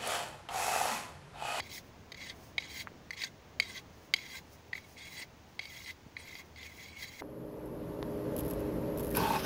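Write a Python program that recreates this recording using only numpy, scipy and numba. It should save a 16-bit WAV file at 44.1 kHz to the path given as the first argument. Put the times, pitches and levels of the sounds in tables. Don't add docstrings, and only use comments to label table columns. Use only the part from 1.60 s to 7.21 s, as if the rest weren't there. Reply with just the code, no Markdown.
import sys
import numpy as np
from scipy import signal
from scipy.fft import rfft, irfft, next_fast_len
from scipy.io import wavfile
from numba import njit

SR = 44100
rng = np.random.default_rng(int(sys.argv[2]) if len(sys.argv) > 2 else 0)


def level_to_linear(level):
    exponent = np.asarray(level, float) / 20
    return 10 ** exponent


def to_wav(s):
    ch = np.atleast_2d(s).T
    pcm = np.round(np.clip(ch, -1, 1) * 32767)
    wavfile.write(sys.argv[1], SR, pcm.astype(np.int16))


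N = 247401

# (frequency [Hz], level [dB])
YARD_SPECTRUM = [(22, -10), (40, -10), (80, 2.5), (200, -2.5), (500, -7.5), (950, -10.5), (1300, -15.5),
                 (2000, -16), (4000, -22.5), (6600, -24), (7800, -34), (13500, -40), (14600, -31),
                 (15700, -25)]
# (time [s], level [dB])
RUMBLE_SWELL = [(0, 1), (.8, 2), (1.4, 2), (2.1, 1), (2.9, 0), (3.6, 0.5), (4.2, -1), (5, -0.5),
                (5.61, -0.5)]
# (frequency [Hz], free decay [ms], level [dB])
STRUCK_MODES = [(520, 3.3, -27), (760, 3.3, -22), (1086, 3.7, -24), (1517, 4, -25), (1740, 5, -27.5),
                (2294, 4, -12), (2675, 5.7, -23), (3214, 4, 6), (3550, 6, -20), (3850, 6.8, 7),
                (4515, 21, -1.5), (4830, 3, -3), (6210, 6.1, -13), (6485, 7.7, -11)]
# (time [s], peak [dB], main ring [Hz], middle rings [dB], high rings [dB])
LANDINGS = [
    (0.0004, -21, 2100, -12.5, -7),
    (0.5192, -27, 1990, -16, -4.5),
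    (0.9807, -12, 2197, -15, -17),
    (1.5065, -23.5, 2060, -22, -6),
    (1.9994, -10.5, 2174, -16, -6),
    (2.5381, -7.5, 2150, -12.5, -6),
    (3.1303, -19.5, 1940, -24, -16),
    (3.9923, -16, 2166, -21, -16),
    (4.5665, -25.5, 2125, -19, -16),
]
# (time [s], peak [dB], main ring [Hz], upper rings [dB])
SNAGS = [(0.1141, -38, 2100, 0), (0.1795, -29, 1996, -10), (0.5447, -30, 2030, -10),
         (0.613, -33, 2010, -12), (0.6978, -29, 1920, -3), (1.0044, -38, 2320, -3),
         (1.0231, -31, 2300, -12), (1.0434, -37.5, 2050, -3), (1.2044, -32, 2160, -2),
         (1.5319, -33, 2020, -12), (1.5913, -28, 2080, -14), (1.6174, -23, 2200, -8),
         (1.6362, -19.5, 1920, -5), (2.025, -34, 2150, 0), (2.1575, -33, 2040, -14),
         (2.1765, -34, 1996, -5), (2.5636, -30, 2080, 2), (2.6369, -34, 2050, -14),
         (2.6628, -33.5, 2090, -9), (2.7711, -36, 2140, -8), (3.1522, -23.5, 2110, -19),
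         (3.1782, -30.5, 2100, -14), (3.5994, -36, 2190, -12), (4.0537, -30, 2200, -8),
         (4.1650, -35, 2100, -16), (4.2602, -35, 2110, -5), (4.7526, -29, 2130, -12),
         (4.9596, -40, 2130, -5), (5.0295, -36, 2090, -3), (5.4250, -34, 2080, -2)]
# (start [s], length [s], pressure [dB], top speed [dB], extra bite at the end [dB])
STROKES = [(0.005, .070, -56, -59, 0), (0.080, .104, -55, -50, 4), (0.550, .050, -58, -65, 0),
           (0.590, .116, -52, -59, 6), (0.985, .095, -54, -66, 0), (1.060, .154, -55, -53, 9),
           (1.510, .030, -57, -62, 0), (1.558, .087, -50, -53, 11), (1.635, .037, -54, -62, 0),
           (2.000, .182, -51, -57, 6), (2.540, .245, -54, -56, 3), (3.130, .057, -57, -58, 0),
           (3.180, .070, -67, -72, 0), (3.358, .264, -55, -58, 8), (3.995, .250, -57, -57, 1),
           (4.248, .059, -53, -58, 0), (4.570, .235, -58, -58, 4), (4.958, .040, -57, -64, 0),
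           (4.990, .075, -55, -58, 2), (5.055, .185, -62, -58, 9), (5.230, .055, -59, -61, 0),
           (5.280, .080, -63, -72, 0), (5.350, .090, -60, -56, 8), (5.425, .205, -58, -57, 1)]
# (time [s], level [dB])
HAND_DAMPING = [(0, -1), (.15, -5), (.6, 0), (1.1, -2), (1.6, 1), (2.1, -5), (2.7, -2), (4.2, 1), (4.7, 2),
                (5.61, 2)]
# (frequency [Hz], width [Hz], level [dB])
BLADE_MODES = [(1070, 81, -9.5), (1570, 45, -8), (1720, 160, -28), (2860, 230, -19), (3231, 60, -2),
               (3395, 200, -1), (3920, 83, 0), (4590, 90, 1), (5040, 450, -12), (6010, 100, -13),
               (6610, 70, -5), (8700, 1200, -6), (10200, 150, -19), (11800, 250, -11)]
# (frequency [Hz], level [dB])
RASP_SPECTRUM = [(880, -48), (1500, 1), (1850, -82), (2090, 9), (2940, 9.5), (3390, 14.5), (6550, 11),
                 (7500, 3.5), (9750, -46), (16500, -120)]
# (frequency [Hz], level [dB])
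HISS_SPECTRUM = [(3000, -14), (5000, 1.5), (6600, 1), (7400, -7), (11900, -5), (12500, -10), (13800, -10),
                 (14300, -2), (15300, 4.5), (15800, -3)]
# (middle [s], half length [s], hiss [dB])
BRUSHES = [
    (0.74, .04, -68),
    (0.845, .06, -60),
    (2.40, .08, -65),
    (2.93, .06, -63),
    (3.08, .012, -68),
    (3.31, .06, -66),
    (3.93, .09, -70),
    (0.25, .05, -70),
    (4.88, .04, -72),
]
# (time [s], peak [dB], frequency [Hz], width [Hz])
KNOCKS = [
    (1.2723, -26, 1440, 1410),
    (1.28, -44, 1910, 900),
    (1.318, -43, 453, 403),
    (1.352, -45.5, 302, 300),
    (3.598, -46, 514, 400),
    (3.614, -45.5, 280, 250),
    (4.4653, -43, 185, 420),
]

YARD_DB, HUM_HZ, HUM_DB = -56, 76.1, -66.5
LANDING_MS, SNAG_MS, SNAG_MIDDLE_DB = 5.6, 5.0, -8
CRACK_DB, CRACK_MS, CRACK_HZ = -11, 10, 6500
GRIP_S, LIFT_DB_S, SETTLE_S, SETTLE_DB, BITE_S = .022, 900, .04, 3, .03
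SPEED_UP = .5
START_SPEED_DB, STOP_DB_S, BITE_HISS = -12, 500, .1
LOW_HZ, LANDED_HZ, SAG_HZ_PER_DB, WANDER_HZ = 2090, 110, 6, 40
FLUTTER_DB, RING_BITE = 1.0, .95
NODE_DB = 3.0
PINGS_PER_S = 2200
TOP_HZ = 15720


def level(x, db):
    return x * level_to_linear(db) / np.sqrt(np.mean(x ** 2))


@njit
def ring(x, hz, width):
    y, band, low = np.empty(len(x)), 0., 0.
    for i in range(len(x)):
        g, damping = np.tan(np.pi * hz[i] / SR), width / hz[i]
        v = (band + g * (x[i] - low)) / (1 + g * (g + damping))
        band = 2 * v - band
        low += 2 * g * v
        y[i] = damping * v
    return y


def colour(x, points):
    hz, db = np.transpose(points)
    size = next_fast_len(len(x))
    f = np.maximum(np.arange(size // 2 + 1) * SR / size, 1)
    gain = level_to_linear(np.interp(np.log(f), np.log(hz), db))
    return irfft(rfft(x, size) * gain, size)[:len(x)]


def walk(rate):
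    return 1.22 * np.interp(np.arange(N) * rate / SR, np.arange(1000), rng.standard_normal(1000))


def yard():
    air = level(colour(rng.standard_normal(N), YARD_SPECTRUM), YARD_DB)
    rumble = signal.sosfilt(signal.butter(1, 1500, fs=SR, output="sos"), air)
    swell_db = np.interp(np.arange(N) / SR, *np.transpose(RUMBLE_SWELL)) + .8 * walk(5)
    hum = ring(rng.standard_normal(N), HUM_HZ * (1 + 0.013 * walk(1.42)), 2.2)
    return air + (level_to_linear(swell_db) - 1) * rumble + level(hum, HUM_DB)


def blows(size=1400):
    out, ms = np.zeros(N + size), np.arange(size) / SR * 1000
    modes = np.array([(0, 7.7, 0), *STRUCK_MODES])
    landings = [(*row, LANDING_MS) for row in LANDINGS]
    snags = [(s, db, hz, up + SNAG_MIDDLE_DB, up, SNAG_MS) for s, db, hz, up in SNAGS]
    for s, db, low_hz, mid_db, high_db, contact_ms in landings + snags:
        gain, detune, phase, rattle = rng.standard_normal((len(modes), 4)).T[:, :, None]
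        hz, decay_ms, mode_db = modes.T[:, :, None]
        hz = np.where(hz == 0, low_hz, hz * (1 + 0.023 * detune))
        share_db = np.select([hz < 2800, hz < 4300], [0, mid_db], high_db)
        rise = np.minimum(ms / (0.89 * level_to_linear(-.3 * (db + 12))), 1) ** 0.24
        chatter = 1 + 0.62 * np.sin(1.46 * ms * (1 + 0.28 * rattle) + 9 * gain)
        press = np.exp(-(ms / max(contact_ms, .3)) ** 3) * chatter
        shape = rise * (press + 0.11 * np.exp(-ms / np.maximum(decay_ms, .5)))
        tone = np.sin(2 * np.pi * hz * ms / 1000 + 9 * phase)
        y = (level_to_linear(mode_db + share_db + 2.0 * gain) * shape * tone).sum(axis=0)
        crack = ring(rng.standard_normal(size), np.full(size, float(CRACK_HZ)), 9000.)
        crack_shape = rise * (press[0] + .2 * np.exp(-ms / CRACK_MS))
        y += level_to_linear(high_db + CRACK_DB) * crack_shape * crack
        i = int(s * SR)
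        out[i:i + size] += level_to_linear(db - 11.5) * y
    return out[:N]


def hand():
    t = np.arange(0, N / SR + .002, .001)
    start, length, press_db, speed_db, bite_db = np.array(STROKES).T[:, :, None]
    since, left = t - start, start + length - t
    grip_db = 20 * np.log10(np.clip(since / GRIP_S, 1e-3, 1))
    settle = np.exp(-np.maximum(since, 0) / SETTLE_S)
    bite = bite_db * np.exp(-np.maximum(left, 0) / BITE_S)
    lifted = np.minimum(left, 0)
    press = press_db + grip_db + SETTLE_DB * settle + bite + LIFT_DB_S * lifted
    slow = np.clip(1 - since / (SPEED_UP * length), 0, 1)
    speed = speed_db + grip_db + START_SPEED_DB * slow + BITE_HISS * bite + STOP_DB_S * lifted
    sharp = LANDED_HZ * np.take_along_axis(settle, press.argmax(axis=0)[None], axis=0)[0]
    press, speed = press.max(axis=0), speed.max(axis=0)
    sag = SAG_HZ_PER_DB * np.clip(press + 55, -10, 20)
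    curves = (press, speed, LOW_HZ + sharp - sag)
    press, speed, hz = (np.interp(np.arange(N) / SR, t, v) for v in curves)
    flutter = FLUTTER_DB * walk(14)
    return press + flutter, speed + flutter, hz + WANDER_HZ * walk(25)


def grit(chatter_db, chatter_hz):
    size_db = 2.5 * np.minimum(rng.exponential(size=N), 4)
    grains = rng.standard_normal(N) * level_to_linear(size_db)
    return level(grains * level_to_linear(chatter_db * walk(chatter_hz)), 0)


@njit
def pings(start, hz, cycles, size, count):
    out = np.zeros(count + 2048)
    for k in range(len(start)):
        z, turn = size[k] + 0j, np.exp((2j * np.pi - 1 / cycles[k]) * hz[k] / SR)
        for i in range(min(int(5 * cycles[k] * SR / hz[k]), 2048)):
            out[start[k] + i] += z.imag
            z *= turn
    return out[:count]


def rasp(db):
    when, where, length, size = rng.random((N * PINGS_PER_S // SR, 4)).T
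    start = (when * N).astype(np.int64)
    sizes = level_to_linear(db[start] - 4.0 * np.log(size + .02))
    plucks = pings(start, 2300 + 5000 * where, 3.3 + 25.0 * length ** 2, sizes, count=N)
    return colour(plucks, RASP_SPECTRUM)


def brushing():
    middle, half, db = np.array(BRUSHES).T[:, :, None]
    t = np.arange(0, N / SR + .002, .002)
    swells = level_to_linear(db) * np.exp(-((t - middle) / half) ** 2)
    return np.interp(np.arange(N) / SR, t, swells.sum(axis=0))


def strokes():
    upper_db, hiss_db, low_hz = hand()
    damping_db = np.interp(np.arange(N) / SR, *np.transpose(HAND_DAMPING))
    low_db = upper_db + damping_db - (1 - RING_BITE) * np.maximum(upper_db + 54, 0)
    force = grit(chatter_db=1.5, chatter_hz=90)
    core = ring(force * level_to_linear(low_db + 2.5 * walk(70)), low_hz, 85.)
    skirt = ring(force * level_to_linear(low_db), low_hz * 1.074, 250.)
    low = level(core, 0) + level(skirt, -18)
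    rings = []
    for k, (hz, width, db) in enumerate(BLADE_MODES):
        drive_db = upper_db if hz < 7300 else (upper_db + hiss_db) / 2
        push = force * level_to_linear(drive_db + db + NODE_DB * walk(35))
        mode = ring(push, hz * (1 + 0.0088 * walk(6)), float(width))
        rings.append((-1) ** k * mode / np.sqrt(width))
    upper = level(sum(rings[:11]), -3) + level(rasp(upper_db), -4)
    scrape = colour(force * level_to_linear(hiss_db + 1.4 * walk(35)), HISS_SPECTRUM)
    hiss = level(scrape, 0) + level(sum(rings[11:]), -6)
    brush = level(colour(grit(chatter_db=3.0, chatter_hz=49.8), HISS_SPECTRUM), 0)
    return level(low, -54.5) + level(upper, -56) + level(hiss, -60.5) + brushing() * brush


def knocks(size=2000):
    out, t = np.zeros(N), np.arange(size) / SR
    for s, db, hz, width in KNOCKS:
        tap = np.exp(-((t * hz - 1) / .18) ** 2)
        centre = np.full(size, float(hz))
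        y = ring(ring(tap, centre, float(width)), centre, float(width))
        i = int((s - 1 / hz) * SR)
        out[i:i + size] += level_to_linear(db) * y / np.abs(y).max()
    return out


def scene():
    near = blows() + strokes() + knocks()
    echo = np.zeros(N)
    for lag_s, db in ((.0045, -10), (.012, -58.5), (.024, -25)):
        lag = int(lag_s * SR)
        echo[lag:] += level_to_linear(db) * near[:-lag]
    dull_echo = ring(echo, np.full(N, 2800.), 5000.0)
    return (near + dull_echo + yard())[None]


def top_cut(x):
    return signal.sosfilt(signal.butter(12, 16530, fs=SR, output="sos"), x)


def record(dry):
    cut = signal.sosfilt(signal.ellip(8, .2, 36, TOP_HZ, fs=SR, output="sos"), dry)
    return top_cut(cut)


dry = scene()
out = record(dry)
to_wav(out)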